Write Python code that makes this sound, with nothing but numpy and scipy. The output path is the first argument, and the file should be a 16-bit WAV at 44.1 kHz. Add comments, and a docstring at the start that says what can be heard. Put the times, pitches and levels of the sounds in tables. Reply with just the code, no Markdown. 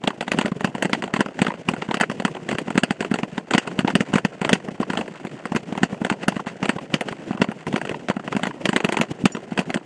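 """A mountain bike rides fast over bumpy grass, heard by a small camera on its handlebar. From the start the
tyres rustle and the chain jiggles, while each bump sets the springy mount swinging with a thump and throws its
loose plastic parts against their stops; about half the blows bounce back. After the first second, occasional
blows also ring a hollow note of the mount, each at its own pitch between about 800 and 1500 Hz. Near four
seconds the rolling grows a little louder, and near the end one small metal part pings."""
import sys
import numpy as np
from scipy import signal
from scipy.fft import rfft, irfft
from scipy.io import wavfile

SR = 44100
rng = np.random.default_rng(int(sys.argv[2]) if len(sys.argv) > 2 else 0)


def store_wav(level_fs):
    """Save 16-bit WAV to argv[1]."""
    pcm = np.round(np.clip(np.atleast_2d(level_fs), -1, 1) * 32767)
    wavfile.write(sys.argv[1], SR, pcm.T.astype(np.int16))


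N = 434385

# Bumps in the ground. Each row: time in seconds, relative level of the loose parts' clack in dB,
# relative level of the mount's thump in dB.
BUMPS = [(0.038, -31.5, -27.5), (0.075, -20, -19), (0.208, -27.5, -30), (0.279, -30.5, -29),
         (0.317, -19.5, -24), (0.344, -38, -21.5), (0.387, -20.5, -17), (0.412, -25, -27),
         (0.448, -49, -20), (0.458, -26, -26), (0.518, -44, -20), (0.607, -34, -30), (0.645, -21, -15),
         (0.75, -32.5, -25), (0.824, -20.5, -24.5), (0.854, -26.5, -20.5), (0.931, -18.5, -19.5),
         (1.022, -29, -33), (1.039, -31.5, -28), (1.138, -23, -20), (1.162, -27.5, -26),
         (1.191, -59, -21.5), (1.206, -19.5, -16), (1.26, -36, -28), (1.39, -28.5, -30),
         (1.417, -20, -12.5), (1.466, -28, -29), (1.482, -34.5, -22), (1.687, -20, -16.5),
         (1.736, -34.5, -23.5), (1.821, -28.5, -31), (1.888, -41, -22.5), (1.911, -33.5, -30),
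         (1.942, -24, -24), (1.97, -30, -27), (2.0, -26.5, -39), (2.01, -17, -19), (2.098, -31, -23.5),
         (2.199, -32, -23.5), (2.25, -19, -16.5), (2.349, -40, -40), (2.489, -27.5, -30),
         (2.513, -28.5, -26), (2.527, -34, -22), (2.584, -24.5, -27.5), (2.68, -36.5, -24.5),
         (2.704, -32.5, -25), (2.754, -35, -19.5), (2.777, -17.5, -12.5), (2.834, -18.5, -16.5),
         (2.907, -22.5, -17), (3.006, -25, -24), (3.047, -30.5, -37), (3.114, -35, -15), (3.14, -25, -21),
         (3.187, -30.5, -30), (3.232, -30, -20), (3.379, -30, -22.5), (3.509, -24, -28), (3.536, -20, -25),
         (3.548, -22, -13), (3.579, -15.5, -20), (3.674, -31, -28), (3.79, -22, -14.5), (3.847, -39, -13.5),
         (3.876, -28, -30), (3.902, -30, -28), (3.953, -17, -12), (4.006, -23, -16), (4.137, -23, -14.5),
         (4.156, -22, -12), (4.182, -26, -48), (4.249, -21, -15), (4.415, -28.5, -21.5), (4.448, -22, -27),
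         (4.492, -21.5, -28), (4.53, -14.5, -11), (4.685, -37.5, -25), (4.801, -37, -17.5),
         (4.901, -27.5, -21.5), (4.933, -32.5, -30), (4.973, -25.5, -25), (5.011, -32, -26.5),
         (5.249, -38.5, -26), (5.454, -30.5, -29), (5.519, -34, -20), (5.549, -35, -19),
         (5.562, -23.5, -19), (5.724, -40.5, -23), (5.776, -31.5, -25), (5.832, -17, -12),
         (5.928, -53, -24), (6.016, -44, -18.5), (6.048, -24.5, -25), (6.099, -22, -34), (6.114, -53, -18),
         (6.135, -43, -34), (6.232, -32, -32), (6.282, -18.5, -15), (6.365, -35, -21.5), (6.468, -36, -26),
         (6.628, -26.5, -20.5), (6.655, -27, -31), (6.692, -19, -16.5), (6.763, -51, -24.5),
         (6.94, -18.5, -15.5), (7.009, -26, -28), (7.085, -31, -35), (7.308, -48, -19), (7.349, -51, -26),
         (7.417, -18, -11.5), (7.487, -45, -21), (7.667, -32, -27), (7.74, -35, -16.5), (7.76, -23, -27),
         (7.814, -30.5, -34), (7.851, -33, -31), (7.893, -30, -34), (7.912, -58, -22.5), (8.085, -28, -28),
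         (8.099, -26, -17.5), (8.166, -39, -22), (8.277, -33.5, -28.5), (8.325, -28, -29),
         (8.35, -40, -21.5), (8.365, -28.5, -18), (8.433, -24.5, -23), (8.469, -27.5, -24.5),
         (8.655, -20, -23), (8.69, -21.5, -16.5), (8.73, -26.5, -24), (8.762, -17.5, -17.5),
         (8.803, -29, -36), (8.846, -20, -17), (8.889, -25.5, -24), (8.923, -24.5, -27),
         (8.969, -22.5, -25), (8.999, -47, -18), (9.012, -19, -19), (9.255, -15.5, -9.5),
         (9.349, -33.5, -25), (9.519, -47, -24), (9.576, -23.5, -26), (9.59, -23, -17.5),
         (9.702, -30, -26.5), (9.742, -24.5, -30), (9.758, -50, -19)]
USUAL_DB = -24  # the clack of a middling blow
KNOCK_HZ, CLACK_HZ, EDGE_HZ, RAP_HZ = (330, 1200), (1200, 3600), (4000, 14000), (330, 3600)
CUTOFF_HZ = 15700


def jolts(rebound_share=0.55, min_flight_s=0.015, mean_extra_s=0.012):
    """Inelastic rebound: after some bumps the loose parts fly back and land again, more softly."""
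    s, clack_db, _ = np.transpose(BUMPS)
    chance, flight = rng.random((len(s), 2)).T
    landing_s = s + min_flight_s - mean_extra_s * np.log(1 - flight)
    strength_db = 0.29 * (clack_db - USUAL_DB) + 2.4 * rng.standard_normal(len(s))
    rebounds = np.c_[landing_s, strength_db - 36, strength_db - 35]  # columns as in BUMPS
    return np.r_[BUMPS, rebounds[chance < rebound_share]]


def clacks(s, db, scrape_lead_s=0.0051):
    """Impact noise: plastic hits its stop with a knock, a clack and an edge; harder blows are brighter."""
    knock_scatter, edge_scatter, scrape_scatter = rng.standard_normal((len(s), 3)).T
    knock_db = -24 + 0.5 * (db - USUAL_DB) + knock_scatter
    edge_db = -37 + 1.124 * (db - USUAL_DB) + edge_scatter
    scrape_db = db - 25 + 5 * scrape_scatter  # some parts scrape just before they land
    knock = strikes(KNOCK_HZ, knock_db, decay_s=0.0052, tail_db=-17.5, tail_s=0.0098,
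                    grain_db=3.5, snap=3.8)
    clack = strikes(CLACK_HZ, db + 1, decay_s=0.0046, tail_db=-13, tail_s=0.0089, grain_db=6.5, snap=11.2)
    edge = strikes(EDGE_HZ, edge_db, decay_s=0.01, tail_db=0.5, tail_s=0.011, grain_db=6.5, snap=4.6)
    scrape = strikes(RAP_HZ, scrape_db, decay_s=0.0027, tail_db=-23, tail_s=0.01, grain_db=-1, snap=0)
    return placed(s, knock + clack + edge) + placed(s - scrape_lead_s, scrape)


def strikes(edges_hz, levels_db, decay_s, tail_db, tail_s, grain_db, snap=6, stick_s=0.012):
    """Contact excitation, one row a blow: faces snap together, chatter until they stick, and ring on."""
    t = np.arange(3500) / SR
    contact, grain, after = rng.standard_normal((len(levels_db), 3, len(t))).transpose(1, 0, 2)
    dying = np.exp(-t / decay_s - (t / stick_s) ** 2)
    chatter = unit_rms(contact * gain_of(grain_db * grain)) * dying + snap * (t == 0)
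    tail = shell(after * np.exp(-t / tail_s))  # passes the resonances twice, so it is more hollow
    blow = unit_onsets(band(shell(chatter, spot_db=2.5), edges_hz))
    ring = unit_onsets(band(shell(tail, spot_db=2.5), edges_hz))
    return gain_of(levels_db)[:, None] * (blow + gain_of(tail_db) * ring)


def shell(drive, spot_db=0, top_hz=10600):
    """Modal resonance of the plastic: each row strikes another spot, weighting the modes by spot_db."""
    # Modes of the mount and camera shell. Each row: frequency in Hz, bandwidth in Hz, relative gain in dB.
    modes = [(315, 126, 0), (436, 317, 1), (730, 332, -0.5), (1020, 183, -3), (1428, 354, -4.5),
             (1985, 377, -4), (2656, 382, -5), (3078, 760, -10.5), (4597, 530, -16.5), (6570, 2400, -20),
             (8250, 2030, -14.5), (8860, 1710, -18)]
    weights = gain_of(spot_db * rng.standard_normal((len(drive), len(modes))))
    ring = 0
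    for k, (hz, width_hz, db) in enumerate(modes):
        response = signal.lfilter(*signal.iirpeak(hz, hz / width_hz, SR), drive)
        ring += (-1) ** k * gain_of(db) * weights[:, k, None] * response
    return signal.sosfilt(signal.butter(5, top_hz, fs=SR, output="sos"), ring)


def thumps(s, db, clack_db, rest_hz=177.7, soft_hz=221.4, stiff_hz=302, swell_s=0.0025, settle_s=0.0081):
    """A nonlinear spring: a bump stiffens the mount, which swings down to its note as the clamp rubs."""
    t = np.arange(3000) / SR
    slowness, detune = rng.standard_normal((len(s), 2)).T
    stiffening_hz = 5 * (clack_db - db + 5)  # more clack for the same thump starts the swing higher
    start_hz = np.clip(soft_hz + stiffening_hz, soft_hz, stiff_hz) * np.exp(0.051 * detune)
    pitch_hz = rest_hz + (start_hz[:, None] - rest_hz) * np.exp(-(t / settle_s) ** 2)
    phase = 2 * np.pi * np.cumsum(pitch_hz, 1) / SR
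    swell = t / (swell_s * np.exp(0.1 * slowness[:, None]))
    lingering = gain_of(-19) * (1 - np.exp(-swell)) * np.exp(-t / 0.0063)
    envelope = swell * np.exp(1 - swell) + lingering
    swings = -np.sqrt(2) * gain_of(db + 5.5)[:, None] * envelope * np.sin(phase)
    rubs = strikes((280, 1800), db - 14, decay_s=0.0027, tail_db=-8, tail_s=0.009, grain_db=4.5)
    motion = placed(s, swings) + lifts(s, db)
    bass_cut = signal.butter(1, 95, "high", fs=SR, output="sos")  # the thumps carry little deep bass
    return signal.sosfiltfilt(bass_cut, motion) + placed(s, rubs)


def lifts(s, db, deep_db=-9, lead_s=0.01606, swell_s=0.0025, lift_hz=210):
    """Damped oscillation: just ahead of a deep bump the mount rises with one soft swing and no clack."""
    t = np.arange(1500) / SR
    envelope = t / swell_s * np.exp(1 - t / swell_s)
    swing = -np.sqrt(2) * envelope * np.sin(2 * np.pi * lift_hz * t)
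    lift_db = -9 + 3.6 * np.minimum(db - deep_db, 0)  # shallow bumps barely lift it
    return placed(s - lead_s, gain_of(lift_db)[:, None] * swing)


def tocks(relative_half_width=0.1283):
    """Narrow-band resonance: some blows ring a hollow note of the mount, each at its own pitch, inside a short,
    broad rap."""
    # Blows that ring the mount. Each row: time in seconds, relative level in dB, pitch in Hz.
    blows = [(1.209, -22, 985), (1.467, -21.5, 1420), (1.504, -25.5, 1020), (1.911, -21.5, 840),
             (2.035, -18.5, 1470), (3.88, -18.5, 825), (4.429, -28, 810), (4.556, -28.5, 830),
             (4.83, -24.5, 1020), (6.396, -27, 1020), (6.785, -30, 990), (7.417, -18, 1030),
             (7.944, -28, 1020), (8.111, -25.5, 990), (8.51, -32, 1020), (9.589, -22, 880)]
    s, db, _ = np.transpose(blows)
    raps = strikes(RAP_HZ, db - 5, decay_s=0.0064, tail_db=-28, tail_s=0.0096, grain_db=2)
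    out = placed(s, raps)
    for at_s, level_db, hz in blows:
        half_width_hz = hz * relative_half_width
        build_s = 1 / (np.pi * half_width_hz)  # a narrower resonance builds more slowly
        note = strikes((hz - half_width_hz, hz + half_width_hz), [level_db - 1],
                       decay_s=0.0028, tail_db=-35, tail_s=0.0096, grain_db=8, snap=14)[0]
        add(out, at_s - build_s, note)
    return out


def ping(start_s=9.3208, onset_s=0.00041):
    """Free vibration: the inharmonic modes of a small metal part die away, each at its own rate."""
    # The part's modes. Each row: frequency in Hz, relative level in dB, time to fall 60 dB in seconds.
    partials = [(4662, -16, .066), (5647, -8, .14), (7025, 0, .08), (8726, -15, .034), (10730, -22, .051)]
    t = np.arange(SR // 5) / SR
    ring = sum(gain_of(db - 60 * t / t60) * np.sin(2 * np.pi * hz * t) for hz, db, t60 in partials)
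    attack = 1 - np.exp(-t / onset_s)
    return placed([start_s], [gain_of(-31.5) * attack * ring])


def rolling():
    """Rolling noise: tyres, fork and chain rise and fall together with how hard the tyres work."""
    # The tyres' effort on the turf. Each row: time in seconds, gain in dB.
    effort = [(0.0, -42), (3.07, -40.5), (3.4, -41), (3.73, -38), (8.36, -40), (8.83, -38.5), (9.19, -41.5),
              (9.85, -39.5)]
    s, db = np.transpose(effort)
    gain = gain_of(np.interp(np.arange(N) / SR, s, db))
    tufts = gain_of(-4) * jiggle((150, 1000), per_s=60, decay_s=0.0043)  # small bumps through the fork
    chain = gain_of(-8) * jiggle((600, 9000), per_s=45, decay_s=0.0093)
    return gain * (tyres() + shaking() * (tufts + chain))


def tyres(lump_db=5.5, lumps_per_s=60):
    """Roughness excitation: the tyres rumble and swish on the turf, swelling over each tuft."""
    # Spectrum of tyres on turf. 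Each row: frequency in Hz, relative spectral density in dB.
    spectrum = [(25, -25), (65, -30), (150, 1), (215, 0.5), (450, -5.5), (700, -12), (1200, -28),
                (2900, -23.5), (3800, -35), (5400, -35), (7700, -36), (9600, -45), (14000, -70)]
    hz, db = np.transpose(spectrum)
    colour_db = np.interp(np.log(np.fft.rfftfreq(N, 1 / SR) + 1), np.log(hz), db)
    swish = unit_rms(irfft(rfft(rng.standard_normal(N)) * gain_of(colour_db), N))
    return gain_of(-1 + lump_db * wander(lumps_per_s)) * swish


def jiggle(edges_hz, per_s, decay_s, range_db=13):
    """Shot noise: light taps of many sizes excite the shell at uneven intervals."""
    tap_count = np.floor(np.cumsum(per_s * np.exp(wander(per_s) / 2)) / SR)
    taps = np.diff(tap_count, prepend=0) * gain_of(-range_db * rng.random(N))
    envelope = signal.lfilter([1], [1, -np.exp(-1 / (decay_s * SR))], taps + 1e-12)
    bursts = envelope * rng.standard_normal(N)
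    return unit_rms(band(shell(bursts[None])[0], edges_hz, order=2))


def shaking(rise_s=0.02, calm_s=0.0078, floor=0.76, lead_s=0.011):
    """Transient response: the bike's shaking builds as a wheel meets a bump and calms down after it."""
    t = np.arange(SR // 2) / SR
    s, clack_db, _ = np.transpose(BUMPS)
    surge = (1 - np.exp(-(t / rise_s) ** 2)) * np.exp(-t / calm_s)
    surges = np.sqrt(gain_of(clack_db))[:, None] * surge
    return floor + unit_rms(placed(s - lead_s, surges))


def wander(per_s):
    """Linear interpolation between random values gives a drift of rms 1."""
    knots = rng.standard_normal(int(N / SR * per_s) + 2)
    return unit_rms(np.interp(np.arange(N) / SR * per_s, np.arange(len(knots)), knots))


def band(x, edges_hz, order=3):
    """Band-pass filtering keeps what lies between two edges."""
    return signal.sosfilt(signal.butter(order, edges_hz, "band", fs=SR, output="sos"), x)


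def gain_of(db):
    """The decibel scale: 20 dB is a factor of ten in amplitude."""
    return 10 ** (np.asarray(db) / 20)


def unit_rms(x):
    """Normalisation to rms 1."""
    return x / np.sqrt(np.mean(x ** 2) + 1e-20)


def unit_onsets(rows):
    """Normalisation of each row to rms 1 over its first 10 ms."""
    return rows / np.sqrt(np.mean(rows[:, :SR // 100] ** 2, axis=1, keepdims=True))


def add(mix, s, sound):
    """Superposition of one sound on the mix at s seconds."""
    part = mix[max(round(s * SR), 0):][:len(sound)]
    part += sound[:len(part)]


def placed(times, sounds):
    """Superposition of sounds, each at its own time."""
    out = np.zeros(N)
    for s, sound in zip(times, sounds):
        add(out, s, sound)
    return out


def scene():
    """Structure-borne sound: everything reaches the camera through the handlebar, with no room echo."""
    background = rolling()
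    s, clack_db, thump_db = jolts().T
    return (background + tocks() + ping() + clacks(s, clack_db) + thumps(s, thump_db, clack_db))[None]


def record(dry, ceiling=0.75, dull_hz=12000):
    """Saturation flattens the hardest blows; low-pass filters dull the top octave and limit the band."""
    held = dry / (1 + (dry / ceiling) ** 8) ** (1 / 8)
    dull = signal.sosfilt(signal.butter(3, dull_hz, fs=SR, output="sos"), held)
    band_limit = signal.firwin(255, CUTOFF_HZ, window=("kaiser", 9), fs=SR)
    return signal.oaconvolve(dull, band_limit[None], "same")


dry = scene()
out = record(dry)
store_wav(out)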